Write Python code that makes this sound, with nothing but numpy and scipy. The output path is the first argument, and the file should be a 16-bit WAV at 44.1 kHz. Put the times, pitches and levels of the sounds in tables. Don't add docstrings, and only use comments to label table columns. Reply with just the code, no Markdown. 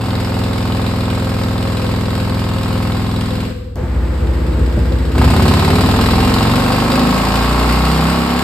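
import sys
import numpy as np
from scipy import signal
from scipy.fft import rfft, irfft
from scipy.io import wavfile
from scipy.ndimage import uniform_filter1d

SR = 44100
rng = np.random.default_rng(int(sys.argv[2]) if len(sys.argv) > 2 else 0)


def store_pcm(level_fs):
    pcm = np.round(np.clip(level_fs, -1, 1) * 32767).astype(np.int16)
    wavfile.write(sys.argv[1], SR, np.atleast_2d(pcm).T)


N = 372041
T = np.arange(N) / SR
HZ = np.maximum(np.fft.rfftfreq(16384, 1 / SR), 1)
LUGGING_HZ, SMOOTH_HZ, MIDDLE_HZ = 15.57, 20.83, 21
SHIFT_S = 3.757


def undb(db):
    return 10 ** (np.asarray(db) / 20)


def curves(table):
    seconds, *columns = np.transpose(table)
    return [np.interp(T, seconds, column) for column in columns]


def below(hz):
    return 1 / (1 + (HZ / hz) ** 10)


def colour(points):
    hz, db = np.transpose(points)
    return undb(np.interp(np.log(HZ), np.log(hz), db))


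def resonances(table):
    return sum(undb(db) / (1 + (2 * (HZ - hz) / width) ** 2) for hz, width, db in table)


def ring(x, gain):
    cepstrum = irfft(np.log(gain + 1e-6))
    cepstrum[1:len(HZ) - 1] *= 2
    cepstrum[len(HZ):] = 0
    return signal.oaconvolve(x, irfft(np.exp(rfft(cepstrum))))[:N]


def band(x, gain):
    kernel = np.fft.fftshift(irfft(gain))[1:]
    return signal.oaconvolve(np.pad(x, len(kernel) // 2, "reflect"), kernel, "valid")


def delay(lag_s):
    return np.exp(-2j * np.pi * HZ * lag_s)


def delay_lows(lag_s, corner_hz):
    return np.exp(-2j * np.pi * lag_s * corner_hz * np.arctan(HZ / corner_hz))


def even(x, size=9000):
    return x / np.sqrt(uniform_filter1d(uniform_filter1d(x ** 2, size), size) + 1e-14)


def strikes(times, sizes):
    out = np.zeros(N)
    np.add.at(out, np.clip(np.round(times * SR).astype(int), 0, N - 1), sizes)
    return out


def puff(x, rise_s, decay_s):
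    t = T[:SR // 8]
    return signal.oaconvolve(x, (1 - np.exp(-t / rise_s)) * np.exp(-t / decay_s))[:N]


def noise():
    return rng.standard_normal(N)


def flutter(angle, width_hz):
    return sum(wave(angle) * even(ring(noise(), below(width_hz))) for wave in (np.sin, np.cos))


def effort(throttle, speed, db, throttle_db, revs_db):
    return undb(db + throttle_db * np.log2(throttle) + revs_db * np.log2(speed / MIDDLE_HZ))


def by_revs(speed, smooth, lugging):
    return np.interp(speed, (LUGGING_HZ, SMOOTH_HZ), (lugging, smooth))


def once_a_cycle(place, speed):
    cycles = np.cumsum(speed) / SR
    return np.interp(np.arange(place, cycles[-1]), cycles, T)


# frequency in Hz, level in dB.
ECHO_TONE = [(60, -26), (125, -25), (250, -10.5), (500, -2.5), (750, -7), (1100, -7), (2000, -1),
             (5000, -1), (9000, -4)]

def workshop(x, fade_60db_s=0.78):
    t = T[:SR // 2]
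    tails = rng.standard_normal((2, len(t))) * np.exp(-np.log(1000) * t / fade_60db_s) * (t > .002)
    shared, apart = tails / np.sqrt(2 * np.sum(tails ** 2, axis=1, keepdims=True))
    tails = .85 * shared + apart * np.array([[1], [-1]])
    echo = signal.fftconvolve(ring(x, colour(ECHO_TONE))[None], tails, axes=1)[:, :N]
    left = ring(x, colour([(60, -4.5), (250, 2.0), (500, -0.5), (2000, -3.0), (9000, -2.5)]))
    right = band(left, delay_lows(.00005, 5050))
    return np.array([left, right]) + echo


# frequency in Hz, relative level in dB.
RUSH_TONE = [(20, -37), (60, -6), (200, -5), (350, -8), (560, -13), (700, -13), (1050, -12), (1600, -16),
             (2400, -21), (5000, -26), (6100, -42.5), (8000, -25), (10200, -60), (12800, -34), (15500, -50)]

def tyre_rush(throttle):
    middle, side = (even(ring(noise(), colour(RUSH_TONE))) for _ in range(2))
    stereo = middle + undb(-2.5) * side * np.array([[1], [-1]])
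    return stereo * undb(-33.5) * np.tanh(throttle / .08)


# time in seconds, pitch in Hz, relative level in dB.
ROLLER_WHINE = [(0, 532, -32), (1.6, 524, -29.5), (3.2, 518, -32.5), (3.62, 497, -35), (4, 492, -32.5),
                (4.9, 488, -32), (5.3, 495, -39), (6, 500, -50)]

def roller_whine():
    hz, db = curves(ROLLER_WHINE)
    angle = 2 * np.pi * np.cumsum(hz) / SR
    return (undb(-3) * np.sin(angle) + undb(-4.5) * flutter(angle, width_hz=28)) * undb(db)


# time in seconds, level in dB, flutter (0 is a pure tone, 1 or more is all flutter).
BELT_SONG = [(3.72, -60, 0.3), (3.95, -34.5, 0.1), (4.3, -31, 0.4), (5.1, -34, 0.2), (5.4, -27, 0.6),
             (7.05, -29.5, 0.86), (7.5, -35, 1.1), (8.44, -32, 0.8)]

def drive_belt(speed, teeth_per_cycle=22.5):
    db, rough = curves(BELT_SONG)
    rough = np.clip(rough, 0, 1)
    steady = np.sqrt(2 * (1 - rough ** 2))
    angle = 2 * np.pi * np.cumsum(speed) / SR
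    tones = sum(steady * np.sin(teeth * angle) + rough * flutter(teeth * angle, width_hz=17)
                for teeth in (teeth_per_cycle, teeth_per_cycle - 2))
    return tones * undb(db) / np.sqrt(2)


def click_and_knock():
    start = strikes(np.array([SHIFT_S]), 0.78)
    knock = noise() * puff(start, .0004, .059) * undb(-26)
    click = noise() * puff(start, .0001, .00086) * undb(-23)
    tone = colour([(20, 6), (60, 26), (150, 24), (300, 20), (600, 14), (2000, -3), (15000, -28)])
    return click + ring(knock, tone)


# pitch in Hz, width in Hz, relative level in dB.
VALVE_RINGS = [(2940, 460, -1.5), (3850, 750, 8), (4920, 700, -5), (8700, 2400, -14), (13500, 830, -12)]

def valve_ticks(throttle, speed):
    times = once_a_cycle(.245, speed)
    taps = strikes(times, undb(3 * rng.standard_normal(len(times))))
    ticks = even(ring(noise() * puff(taps, .0001, .0022), resonances(VALVE_RINGS)), size=22000)
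    level = effort(throttle, speed, db=-31.5, throttle_db=6.2, revs_db=-10)
    return ticks * level * by_revs(speed, smooth=1, lugging=.4)


def gas_gargle(speed):
    tone = colour([(150, -22), (350, 1), (700, 0.5), (1100, -0.5), (2000, -6.5), (3000, -21),
                   (8000, -31)])
    churn = even(ring(noise(), tone))
    return churn * undb(-33.5) * by_revs(speed, smooth=0, lugging=1) * (T > SHIFT_S)


# frequency in Hz, relative level in dB.
RASP_TONE = [(1200, 9.5), (1700, -8), (2800, -8), (3300, -12), (3900, -11.5), (5000, -10), (6100, -26.5),
             (7000, -17.5), (8300, -14), (10200, -30.5), (11300, -19.5), (13200, -19), (14300, -27),
             (15500, -44)]

def gas_rasp(gas_kicks, throttle, speed):
    flow = puff(gas_kicks, .0006, .014) + undb(9)
    crackle = noise() * undb(2.5 * np.repeat(noise(), 24)[:N])
    rasp = even(ring(crackle * flow, colour(RASP_TONE) * (1 - below(1387))))
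    return rasp * effort(throttle, speed, db=-23.5, throttle_db=7, revs_db=0)


# start in seconds, relative level in dB.
LOUD_POPS = [(3.788, -9), (3.828, -9), (4.278, -12), (4.442, -13), (4.483, -11), (4.663, -11), (4.735, -12),
             (4.772, -7), (4.917, -8)]

def fuel_pops(small_count=26, from_s=4.0, to_s=5.15):
    loud_s, loud_db = np.transpose(LOUD_POPS)
    offset, size = rng.random((small_count, 2)).T
    small_s = from_s + (to_s - from_s) * (np.arange(small_count) + offset) / small_count
    blows = strikes(loud_s, undb(loud_db)) + strikes(small_s, undb(-23) * 2 * size)
    tone = colour([(50, -7), (100, 14.5), (160, 4), (330, -2), (520, -2), (800, -14), (4000, -60)])
    return ring(noise() * puff(blows, .002, .014), tone) * undb(8)


def hot_ring(x, gain, speed, rise_per_doubling=.045, wander=.003):
    drift = np.interp(T, np.linspace(0, T[-1], 30), rng.standard_normal(30))
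    clock = np.cumsum(1 + rise_per_doubling * np.log2(speed / MIDDLE_HZ) + wander * drift)
    samples = np.arange(N)
    stretched = np.interp(samples, clock, x)
    return np.interp(clock, samples, band(stretched, gain))


# delay in seconds, level in dB.
NEAR_ECHOES = [(.0006, 0), (.003, -7), (.0039, -9), (.0059, -7.5), (.0095, -5.5)]
FAR_ECHOES = [(0, -8), (.0012, -7), (.007, -5.5), (.0115, -10)]
# frequency in Hz, relative level in dB.
CRACK_COLOUR = [(600, 5), (710, 4.5), (770, 6), (840, -2), (945, 1), (1010, 4), (1085, 6.5), (1160, -5.5),
                (1270, 0.5), (1400, -6.5), (1520, -7.5), (2000, -12), (2800, -22.5), (4500, -17),
                (6000, -36)]

def exhaust_crack(shots, throttle, speed):
    turbulence = undb(np.interp(throttle, (0, 1), (-39, -31)))
    tone = colour(CRACK_COLOUR) * (1 - below(600)) * below(5700)
    arrivals = 0
    for clicks, paths in zip(shots, (NEAR_ECHOES, FAR_ECHOES)):
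        torn = clicks + turbulence * noise() * puff(clicks, .0005, .008)
        echoes = sum(undb(db) * delay(lag_s) for lag_s, db in paths)
        arrivals = arrivals + hot_ring(torn, echoes * tone, speed)
    crack = even(arrivals) * effort(throttle, speed, db=-19.5, throttle_db=5.5, revs_db=0)
    crack /= 1 + (.34 / throttle) ** 4
    snarl = band(crack, np.exp(-(2 * (HZ - 1110) / 300) ** 2))
    snarl_db = 2.5 * np.exp(-((speed - 29.1) / 4.3) ** 2)
    return crack + snarl * (undb(snarl_db) - 1)


FIRING_PLACES = [.778, .205]
# relative levels in dB of the low thump, the pulse's sharp edge and the gas.
CYLINDER_LEVELS = [(1, 3.5, 24.5), (-5.5, -2.5, 29.5)]

def firings(throttle, speed):
    pulses, gas_kicks, shots = 0, 0, []
    for place, (thump_db, edge_db, gas_db) in zip(FIRING_PLACES, CYLINDER_LEVELS):
        times = once_a_cycle(place, speed)
        revs = np.interp(times, T, speed)
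        size_luck, time_luck, gas_luck = rng.standard_normal((len(times), 3)).T
        jitter_s = by_revs(revs, smooth=.000012, lugging=.0005)
        jitter_s += .00003 * np.interp(times, T, throttle) ** 2
        times = times + time_luck * jitter_s
        shots.append(strikes(times, undb(.9 * size_luck)))
        size = undb(by_revs(revs, smooth=.7, lugging=1.7) * size_luck)
        surge = band(strikes(times + .201 / revs, size), np.exp(-(HZ / 170) ** 2)) * undb(-3)
        tone = undb(thump_db) * below(426) + undb(edge_db) * (1 - below(545))
        pulses = pulses + band(strikes(times, size) + surge, tone)
        gas_kicks = gas_kicks + strikes(times, undb(gas_db + 2.5 * gas_luck))
    return pulses, gas_kicks, shots


def close_echoes(x):
    gain = delay_lows(.026, 150)
    bounce = .6 * below(1900)
    for lag_s in (.0043, .0089, .0137):
        repeats = (bounce + delay(lag_s)) / (1 + bounce * delay(lag_s))
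        gain = gain * (repeats * below(1270) + 1 - below(740))
    return band(x, gain)


# pitch in Hz, width in Hz, relative level in dB.
PIPE_RINGS = [(41.3, 13.5, -2.5), (60.65, 9, 4), (81.2, 15.5, -5.5), (96.8, 22, -5), (112, 6, -6),
              (122.7, 28, -4), (145.5, 2.6, -10.5), (161, 10.8, 1), (193.3, 27.2, -1), (198, 48, -17.5),
              (237.8, 15.4, -1), (252.4, 11, -10), (263, 16, -1.5), (308.5, 37, -10), (363.3, 19.5, -10),
              (413, 53, -9), (467.5, 47, -9.5), (514, 48, -9), (629, 25, -8)]
# time in seconds, boost or cut in dB.
ROAR_BOOST = [(0, -2), (3.4, 1.5), (3.9, 0.5), (4.5, -4.5), (5.3, -1), (5.9, 1.5), (6.5, 1.5), (6.85, 1.5),
              (7.12, 4), (7.27, -10), (7.7, 1.5), (8.44, -3)]

def exhaust_pipe(pulses, throttle, speed):
    swirl = np.hypot(undb(by_revs(speed, smooth=-51, lugging=-35.5)), undb(-44) * throttle ** 2)
    wake = noise() * puff(pulses, .0014, .02) * swirl
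    flow = band(pulses + band(wake, 1 - below(150)), below(3200))
    pipe = ring(close_echoes(flow), resonances(PIPE_RINGS) * (1 - below(39.3)))
    drone = band(pipe, below(71))
    drone *= effort(throttle, speed, db=47.7, throttle_db=.36, revs_db=-1.8)
    drone *= undb(np.interp(T - SHIFT_S, (0, .04), (-9.5, 0)))
    boom = band(pipe, below(135) - below(71))
    boom *= effort(throttle, speed, db=41.36, throttle_db=1.65, revs_db=-20)
    boom *= undb(np.interp(throttle, (.2, .42), (-6, 0)))
    bark = band(pipe, below(600) - below(135))
    bark *= effort(throttle, speed, db=36.78, throttle_db=3.7, revs_db=-3)
    roar = band(bark, below(295) - below(205)) * (undb(curves(ROAR_BOOST)[0]) - 1)
    return drone + boom + bark + roar


# time in seconds, engine cycles per second.
ENGINE_SPEED = [(0, 21.156), (3.45, 20.702), (3.7, 19.526), (3.8, 15.421), (5.08, 15.332), (5.9, 19.632),
                (7.3, 28.422), (8.44, 35.35)]
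# time in seconds, opening from 0 to 1.
THROTTLE_OPENING = [(0, 0.45), (2.9, 0.44), (3.44, 0.34), (3.54, 0.03), (3.75, 0.01), (3.78, 0.04),
                    (4.4, 0.16), (5.135, 0.23), (5.2, 1), (7.8, 0.98), (8.44, 0.81)]

def scene():
    speed = curves(ENGINE_SPEED)[0]
    throttle = curves(THROTTLE_OPENING)[0]
    pulses, gas_kicks, shots = firings(throttle, speed)
    engine = exhaust_pipe(pulses, throttle, speed) + exhaust_crack(shots, throttle, speed)
    engine += gas_gargle(speed) + gas_rasp(gas_kicks, throttle, speed)
    engine += valve_ticks(throttle, speed) + fuel_pops()
    drive = roller_whine() + drive_belt(speed)
    return workshop(engine + drive + click_and_knock()) + tyre_rush(throttle)


def record(dry):
    rounded = dry / (1 + dry ** 6) ** (1 / 6)
    return signal.sosfilt(signal.ellip(8, .2, 70, 15500, fs=SR, output="sos"), rounded)


dry = scene()
out = record(dry)
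store_pcm(out)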